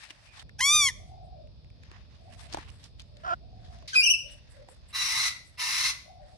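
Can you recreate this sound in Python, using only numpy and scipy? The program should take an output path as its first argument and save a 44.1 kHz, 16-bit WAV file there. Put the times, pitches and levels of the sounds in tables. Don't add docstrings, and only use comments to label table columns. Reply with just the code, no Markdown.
import sys
import numpy as np
from scipy import signal
from scipy.fft import rfft, irfft, next_fast_len
from scipy.io import wavfile
from scipy.ndimage import uniform_filter1d

SR = 44100
rng = np.random.default_rng(int(sys.argv[2]) if len(sys.argv) > 2 else 0)


def wav_out(sig):
    wavfile.write(sys.argv[1], SR, np.round(np.clip(np.atleast_2d(sig).T, -1, 1) * 32767).astype(np.int16))


def invert_db(level):
    return 10 ** (np.asarray(level, dtype=float) / 20)


N = 280917
T = np.arange(N) / SR

# start_s, level_db, drift_db_per_s
RUMBLE_STEPS = [(0, -59, -4.5), (0.429, -50.5, 0.87), (3.875, -51.5, -2)]
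# freq_hz, gain_db
RUMBLE_SPECTRUM = [(15, -56.5), (25, -28), (43, 3), (65, 2.5), (129, -5.5), (198, -16), (236, -17),
                   (264, -21.5), (409, -28), (500, -24.5), (650, -61.5), (1100, -120)]
# freq_hz, gain_db
AIR_SPECTRUM = [(180, -26), (300, -2.5), (462, -9), (592, 4.5), (884, -7), (1540, -15), (2000, -17.5),
                (4010, -9), (4470, -5.5), (5130, -4.5), (6990, -38.5), (9370, -28.5), (12000, -55.5),
                (15600, -85.5), (22000, -120)]
AIR_LEVEL_DB = -66.5
# centre_hz, width_hz, level_db
INSECT_BANDS = [(2500, 250, -74), (3600, 150, -67.5), (4170, 300, -78.5), (5200, 120, -80)]

# start_s, length_s, highest_pitch_hz, level_db
DOVE_COOS = [(.95, 0.56, 710.5, -61), (2.18, 0.38, 702, -66), (3.09, 0.21, 599, -69),
             (3.4, 0.49, 715, -66.5), (4.22, 0.15, 580, -67), (4.52, 0.23, 554, -64.5),
             (6.04, .36, 728.5, -63.5), (6.18, 0.13, 576, -66.5)]
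# start_s, length_s, pitch_hz, level_db
DISTANT_WHISTLE = [(.25, .13, 2500, -69)]
COO_PEAKS_AT, COO_EDGE_DB = .45, -4.5

# loudest_s, rise_ms (per 20 dB), fall_ms (per 20 dB), level_db, treble_db (against the level)
LEAF_BRUSHES = [(0, 10, 203, -56.5, -3.5), (0.107, 34, 15, -52, -3), (0.114, 13, 297, -71, -10),
                (.428, 409, 4, -57.5, -1.5), (1.09, 99, 48, -84.5, 12), (1.256, 29.5, 52, -85, 15),
                (1.83, 9.5, 202, -69, -19), (1.93, 120, 243, -59, -22), (2.418, 200, 120, -59, -2),
                (2.532, 38, 116, -51.5, -11), (2.85, 500, 66, -60.5, -3), (2.998, 23, 70, -57, -8),
                (3.332, 203, 52, -59.5, -7), (3.64, 33, 502, -75.5, -8), (3.738, 197, 48.5, -69.5, -3.5),
                (3.868, 398, 2, -68.5, -16), (4.279, 200.5, 3000, -66, -25.5),
                (6.279, 102, 599, -71.5, 1.5)]
# freq_hz, gain_db
LEAF_SPECTRUM = [(180, -17), (300, -8.5), (440, -25), (644, -3.5), (697, 3), (1230, -3.5), (1850, 0.5),
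                 (2310, -2.5), (3050, -2.5), (7000, -10.5), (9100, -114), (15400, -120)]
PULSE_FIRST_S, PULSE_EVERY_S, PULSE_STOPS_S = 4.315, .191, 5.55
PULSE_RISE_MS, PULSE_FALL_MS, PULSE_DB = 15, 92, -60
# start_s, crack_db, ring_hz, t60_s, thud_db
TICK_HITS = [(0.105, -39.5, 2830, 0.023, -51), (0.394, -47.5, 3450, 0.075, -70),
             (0.493, -47, 1900, 0.019, -64), (1.473, -59, 2810, 0.0097, -79), (1.645, -57, 2200, .01, -80),
             (1.702, -56, 2400, .01, -80), (1.834, -46, 1800, 0.015, -64), (1.915, -39, 1730, 0.0069, -51),
             (2.526, -42.5, 4800, 0.02, -49), (2.536, -38, 4900, 0.016, -45), (2.545, -21, 734, 0.018, -34),
             (2.571, -28, 770, 0.027, -42), (2.584, -37.5, 1020, 0.044, -37.5),
             (2.701, -54, 5460, 0.018, -57), (2.84, -50, 5060, 0.027, -65),
             (2.996, -39.5, 3300, 0.0091, -65), (3.002, -48, 3740, 0.02, -74),
             (3.019, -51.5, 5370, 0.0098, -72), (3.169, -51.5, 3600, 0.016, -63),
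             (3.787, -53.5, 3200, .012, -75), (3.825, -45, 880, 0.013, -55), (4.686, -41, 756, 0.025, -54)]

# delay_ms, left_gain, right_gain
NEAR_ECHOES = [(.11, -0.14, 0.31), (.45, 0.25, -0.13), (.9, 0.315, -0.0086), (1.6, 0.13, 0.048),
               (3.1, 0.24, 0.27)]
# delay_ms, left_gain, right_gain
FAR_ECHOES = [(.2, 0.74, -0.51), (.77, 0.064, 0.35), (1.9, 0.29, -0.33), (3.3, 0.1, 0.58),
              (5.6, 0.66, 0.74), (8.7, 0.72, -1.06)]

# loudest_s, rise_ms (per 20 dB), fall_ms (per 20 dB), level_db
HOARSE_BURSTS = [(3.878, 2.5, 130, -39), (3.951, 11, 46.5, -33.5)]
# time_s, pitch_hz, level_db
CROAK_CURVE = [(3.234, 624, -60), (3.25, 693, -44.5), (3.266, 766, -44.5), (3.29, 705, -39),
               (3.32, 685, -36.5), (3.338, 739, -35.5), (3.348, 805, -55)]
# freq_hz, gain_db
CROAK_THROAT_SHAPE = [(300, -23.5), (700, 7.5), (1050, -1.5), (1400, 12.5), (1750, -8), (2100, -21.5),
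                      (3000, -17.5), (4200, -23), (5400, -24), (9000, -58)]
# time_s, pitch_hz, level_db
WHISTLE_NOTES = [
    [(3.924, 1500, -66), (3.934, 1596, -29), (3.945, 1506, -35), (3.954, 1220, -40)],
    [(3.942, 2497, -52), (3.958, 2526, -20), (3.98, 2498, -21), (4.005, 2410, -17.5), (4.018, 2353, -28.5)],
    [(4.008, 2600, -42.5), (4.038, 2840, -17), (4.052, 3105, -30.5), (4.065, 2851, -17), (4.082, 2638, -23),
     (4.11, 2977, -16.5), (4.125, 2827, -28), (4.142, 2619, -21.5), (4.16, 2600, -50)],
]
# freq_hz, gain_db
SQUEAK_THROAT_SHAPE = [(1000, 8), (1700, 2), (2600, -4.5), (6500, -8), (10000, -38)]
# freq_hz, gain_db
WHISTLE_THROAT_SHAPE = [(2200, 9), (5000, 4), (6000, 4.5), (7500, -13.5), (9000, -7.5), (11000, -13.5),
                        (13000, -31), (15500, -29)]

# start_s, length_s, level_db, half_pitch_db (at the start), high_side_db (at the start)
SCREECH_EVENTS = [(4.925, .395, -30, -5.5, -2), (5.572, 0.36, -29.5, 4.5, -6.5)]
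# freq_hz, gain_db
SCREECH_THROAT_SHAPE = [(350, -56), (600, -26), (1000, -9.5), (1550, -9.5), (2100, -2), (2430, -3.5),
                        (2710, -10.5), (3460, -8), (4010, -5.5), (5540, -9), (7960, -19), (10000, -12.5),
                        (12100, -27), (13800, -18.5), (15000, -39)]
# centre_hz, width_hz, first_screech_db, second_screech_db
WINDPIPE = [(1114, 165, 0.5, -2), (2113, 180, -0.5, -3), (2670, 78, -1, 7), (3902, 81, 3.5, -6),
            (4230, 92, 0, -0.5), (5290, 130, -2, 4), (5840, 340, -4, -6)]
LOW_SIDE_HZ, HIGH_SIDE_HZ = 1968, 2778
SCREECH_ROUGH, PITCH_RISE_PER_S = .17, .12
SCREECH_ATTACK_S, SCREECH_RELEASE_S, SCREECH_EDGE_DB, SCREECH_SWELL_DB_PER_S = 0.025, 0.037, -20, 5
HALF_SAG_DB_PER_S, HIGH_SAG_DB_PER_S = 38, 13
BEAK_SHUT_DB, BEAK_OPENS_S, BEAK_WIDENS_DB_PER_S = -18, 0.019, 6.5

# time_s, pitch_hz, level_db
ARCH_CURVE = [(.584, 896, -55), (.594, 904, -35), (.604, 910, -31.5), (.612, 1023, -25), (.65, 1103, -21),
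              (.7, 1163, -18.5), (.745, 1220, -17), (.79, 1200, -18.5), (.82, 1158, -19), (.886, 1069, -24),
              (.9, 987, -32.5), (.912, 927, -53)]
# freq_hz, gain_db
ARCH_THROAT_SHAPE = [(800, 1), (1200, -11.5), (2000, 8), (2400, -7.5), (3400, 1), (4200, -9), (4900, -8.5),
                     (5700, 2), (7000, -7.5), (8300, -12), (9500, -11.5), (11200, -13.5), (12000, -36),
                     (14500, -60)]
STEADY_WITHIN_DB, ROUGHEST = 5, .3


def colour(x, points):
    hz, db = np.transpose(points)
    size = next_fast_len(len(x))
    bins_hz = np.arange(size // 2 + 1) * SR / size
    gain = invert_db(np.interp(np.log(bins_hz + 1), np.log(hz), db, -90, -90))
    y = irfft(rfft(x, size) * gain, size)[:len(x)]
    return y / np.sqrt(np.mean(y ** 2))


def ring(x, hz, width):
    return signal.lfilter(*signal.iirpeak(hz, hz / width, SR), x)


def walk(rate, size=N):
    k = max(int(SR / rate), 1)
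    held = np.repeat(rng.standard_normal(size // k + 1), k)
    return 1.8 * uniform_filter1d(uniform_filter1d(held, k), k)[:size]


def read(rows):
    s, *columns = np.transpose(rows)
    at = slice(int(s[0] * SR), min(int(s[-1] * SR), N))
    return (at, *(np.interp(T[at], s, c) for c in columns))


def span(start, length):
    at = slice(int(start * SR), min(int((start + length) * SR), N))
    return at, T[at] - start


def fade(x, ms):
    return x * signal.windows.tukey(len(x), min(2 * ms * SR / 1000 / len(x), 1))


def bump(s, rise_ms, fall_ms, db):
    steps = 1000 * np.where(T < s, (s - T) / rise_ms, (T - s) / fall_ms)
    return invert_db(db - 20 * steps.clip(0, 8))


def place(x, db, pan_db, lag, echoes, near, far_db, t60):
    t = T[:SR]
    far = rng.standard_normal((2, SR)) * invert_db(-60 * t / t60) * np.minimum(t / 0.0039, 1)
    dull = signal.lfilter([.65], [1, -.35], far)
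    far = dull + (far - dull) * invert_db(-60 * t / 0.16)
    response = invert_db(far_db) * far / np.linalg.norm(far[0])
    for ms, left, right in echoes:
        response[:, 20 + int(ms * SR / 1000)] += near * left, near * right
    response[0, 20 + int(lag)] += 1
    response[1, 20] += 1
    placed = signal.fftconvolve(x[None], response, axes=1)[:, 20:N + 20]
    return placed * invert_db(db + np.array([[pan_db], [-pan_db]]) / 2)


def rumble():
    row = np.searchsorted(np.transpose(RUMBLE_STEPS)[0], T, "right").clip(1) - 1
    start, db, drift_db = np.transpose(RUMBLE_STEPS)[:, row]
    mid, side = (colour(rng.standard_normal(N), RUMBLE_SPECTRUM) for _ in range(2))
    turned = signal.lfilter([.993, -1], [1, -.993], mid)
    stereo = np.array([.85 * mid, turned]) + .5 * side * np.array([[.6], [-1]])
    return invert_db(db + drift_db * (T - start) + 1.4 * walk(4)) * stereo


def air():
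    return np.array([invert_db(AIR_LEVEL_DB) * colour(rng.standard_normal(N), AIR_SPECTRUM) for _ in range(2)])


def insects():
    out = np.zeros((2, N))
    for hz, width, db in INSECT_BANDS:
        out += invert_db(db + 11 + 0.83 * walk(19)) * ring(rng.standard_normal((2, N)), hz, width)
    return out


def coos(rows, throb_db, bow):
    out = np.zeros(N)
    for start, length, top_hz, level_db in rows:
        at, t = span(start, length)
        size = len(t)
        off = (2 * (t / length - COO_PEAKS_AT)) ** 2
        hz = top_hz * (1 - bow * length * off)
        db = level_db + COO_EDGE_DB * off ** 2
        flutter = np.sin(2 * np.pi * np.cumsum(52 * (1 + 0.055 * walk(5.9, size))) / SR)
        gain = np.sqrt(2) * invert_db(db + throb_db * flutter + 2.5 * walk(30.1, size))
        tone = np.sin(2 * np.pi * np.cumsum(hz * (1 + .04 * walk(250, size))) / SR)
        out[at] += fade(gain * tone, ms=18)
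    return out


def doves():
    voices = coos(DOVE_COOS, throb_db=4.5, bow=0.28) + coos(DISTANT_WHISTLE, throb_db=6.5, bow=0)
    return place(voices, db=-0.5, pan_db=0.0, lag=18.5, echoes=FAR_ECHOES, near=0.77, far_db=2.0, t60=0.15)


def hiss_pulses():
    starts = np.arange(PULSE_FIRST_S, PULSE_STOPS_S, PULSE_EVERY_S)
    return sum(bump(s, PULSE_RISE_MS, PULSE_FALL_MS, PULSE_DB) for s in starts)


def leaves_and_pulsing_hiss():
    gains = [bump(*row[:4]) for row in LEAF_BRUSHES]
    treble = sum(g * invert_db(row[4] - 4.5) for g, row in zip(gains, LEAF_BRUSHES))
    treble = treble + hiss_pulses()
    bands_hz = (1200, 1830, 2600, 3750, 4970)
    scrapes = [invert_db(3.63 * walk(14.04)) for _ in bands_hz]
    out = []
    for _ in range(2):
        grains = rng.standard_normal(N) * invert_db(2.03 * walk(300) + 2.4 * walk(40))
        top = colour(grains, [(6000, -63), (7500, 12.5), (11300, 3.5), (12000, -24), (14500, -14.5)])
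        body = colour(grains, LEAF_SPECTRUM)
        body = 0.087 * body + sum(g * ring(body, hz, 0.35 * hz) for g, hz in zip(scrapes, bands_hz))
        out.append(sum(gains) * body + treble * top)
    return np.array(out)


def ticks():
    out, t = np.zeros((2, N + 3000)), T[:3000]
    for s, db, hz, t60, thud_db in TICK_HITS:
        burst = rng.standard_normal((2, 3000)) * invert_db(-60 * t / t60) * np.minimum(t / 0.00055, 1)
        crack = 6.3 * ring(burst, hz, 0.32 * hz) + 0.13 * ring(burst, 1800, 4600)
        thud = np.sin(2 * np.pi * 205 * t ** .9) * invert_db(thud_db - 60 * t / 0.039)
        first = int(s * SR)
        out[:, first:first + 3000] += crack * invert_db(db) + thud
    return signal.sosfilt(signal.butter(4, 10500, fs=SR, output="sos"), out[:, :N])


def hoarse_bursts():
    out = np.zeros((2, N))
    at, t = span(HOARSE_BURSTS[0][0] - .05, 0.52)
    gain = sum(bump(*row) for row in HOARSE_BURSTS)[at]
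    for side in out:
        noise = ring(rng.standard_normal(len(t)), 4600, 3000)
        side[at] = gain * colour(noise, SCREECH_THROAT_SHAPE)
    return out


def syrinx(hz, rough, throat, breath, divide=1, half_db=0.):
    size = len(hz)
    shake = rough * (0.12 * walk(500, size) + .06 * walk(40, size))
    phase = 2 * np.pi * np.cumsum(hz * (1 + shake)) / SR / divide
    f, db = np.transpose(throat)
    tone = np.zeros(size)
    for k in range(1, int(16000 * divide / hz.min())):
        throat_db = np.interp(np.log(k * hz / divide), np.log(f), db, -90, -90)
        flicker_db = 10 * rough * walk(70, size)
        tone += invert_db(throat_db + half_db * (k % divide > 0) + flicker_db) * np.sin(k * phase + k * k)
    tone = tone / np.sqrt(uniform_filter1d(tone ** 2, 900) + 1e-12)
    puffs = np.diff(colour(rng.standard_normal(size + 2), throat), 2) * (1 + np.cos(phase))
    return (tone + breath * rough * puffs) * invert_db(4.9 * rough * walk(250, size))


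def call(rows, throat, breath, rough, rough_per_db, divide=1):
    out = np.zeros(N)
    at, hz, db = read(rows)
    weakness_db = np.maximum(db.max() - db - STEADY_WITHIN_DB, 0)
    rough = np.clip(rough + rough_per_db * weakness_db, 0, ROUGHEST)
    out[at] = fade(invert_db(db) * syrinx(uniform_filter1d(hz, 250), rough, throat, breath, divide), ms=1)
    return out


def croak():
    voice = call(CROAK_CURVE, CROAK_THROAT_SHAPE, breath=7.5, rough=0.18, rough_per_db=0.6, divide=2)
    return place(voice, db=7.0, pan_db=-3.0, lag=-17, echoes=NEAR_ECHOES, near=0.87, far_db=-46, t60=0.34)


def whistle():
    voice = call(WHISTLE_NOTES[0], SQUEAK_THROAT_SHAPE, breath=0.98, rough=.02, rough_per_db=.02)
    for note in WHISTLE_NOTES[1:]:
        voice = voice + call(note, WHISTLE_THROAT_SHAPE, breath=0.205, rough=.055, rough_per_db=.002)
    return place(voice, db=-3.5, pan_db=4.0, lag=14, echoes=FAR_ECHOES, near=1.0, far_db=-5.5, t60=0.44)


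def screeches():
    out = np.zeros(N)
    flat = [(500, 0), (15500, 0)]
    for k, (start, length, level_db, half_db, high_db) in enumerate(SCREECH_EVENTS):
        at, t = span(start, length)
        edge = np.maximum(np.maximum(1 - t / SCREECH_ATTACK_S, 1 - (length - t) / SCREECH_RELEASE_S), 0)
        db = level_db + SCREECH_SWELL_DB_PER_S * t + SCREECH_EDGE_DB * edge
        low_hz = LOW_SIDE_HZ * (1 + PITCH_RISE_PER_S * (t - length / 2))
        half_now_db = half_db - HALF_SAG_DB_PER_S * t
        low = syrinx(low_hz, SCREECH_ROUGH, flat, breath=1.0, divide=2, half_db=half_now_db)
        high = syrinx(HIGH_SIDE_HZ + 0 * t, .6 * SCREECH_ROUGH, flat, breath=0.88)
        both = low + invert_db(high_db - HIGH_SAG_DB_PER_S * t) * high + 1.41 * low * high
        voice = colour(both, SCREECH_THROAT_SHAPE)
        voice = 0.66 * voice + sum(invert_db(row[2 + k] - 3) * ring(voice, *row[:2]) for row in WINDPIPE)
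        rasp_db = BEAK_SHUT_DB * np.exp(-t / BEAK_OPENS_S) + BEAK_WIDENS_DB_PER_S * t
        voice = voice + (invert_db(rasp_db + 3.5) - 1) * ring(voice, 6500, 5700)
        out[at] = fade(invert_db(db) * voice, ms=4.7)
    return place(out, db=-4.0, pan_db=2.0, lag=0, echoes=FAR_ECHOES, near=0.81, far_db=-5.0, t60=0.43)


def arched_call():
    voice = call(ARCH_CURVE, ARCH_THROAT_SHAPE, breath=1.5, rough=.04, rough_per_db=0.05)
    return place(voice, db=-1.5, pan_db=0.0, lag=-1.5, echoes=NEAR_ECHOES, near=0.9, far_db=-21.5, t60=.5)


def scene():
    bed = rumble() + air() + insects() + doves() + leaves_and_pulsing_hiss() + ticks()
    lorikeets = hoarse_bursts() + croak() + whistle() + screeches() + arched_call()
    return bed + lorikeets


def top_cut(x):
    return signal.sosfilt(signal.butter(12, 15700, fs=SR, output="sos"), x)


def record(dry):
    mix = signal.sosfilt(signal.butter(2, 36, "high", fs=SR, output="sos"), dry)
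    return top_cut(mix)


dry = scene()
out = record(dry)
wav_out(out)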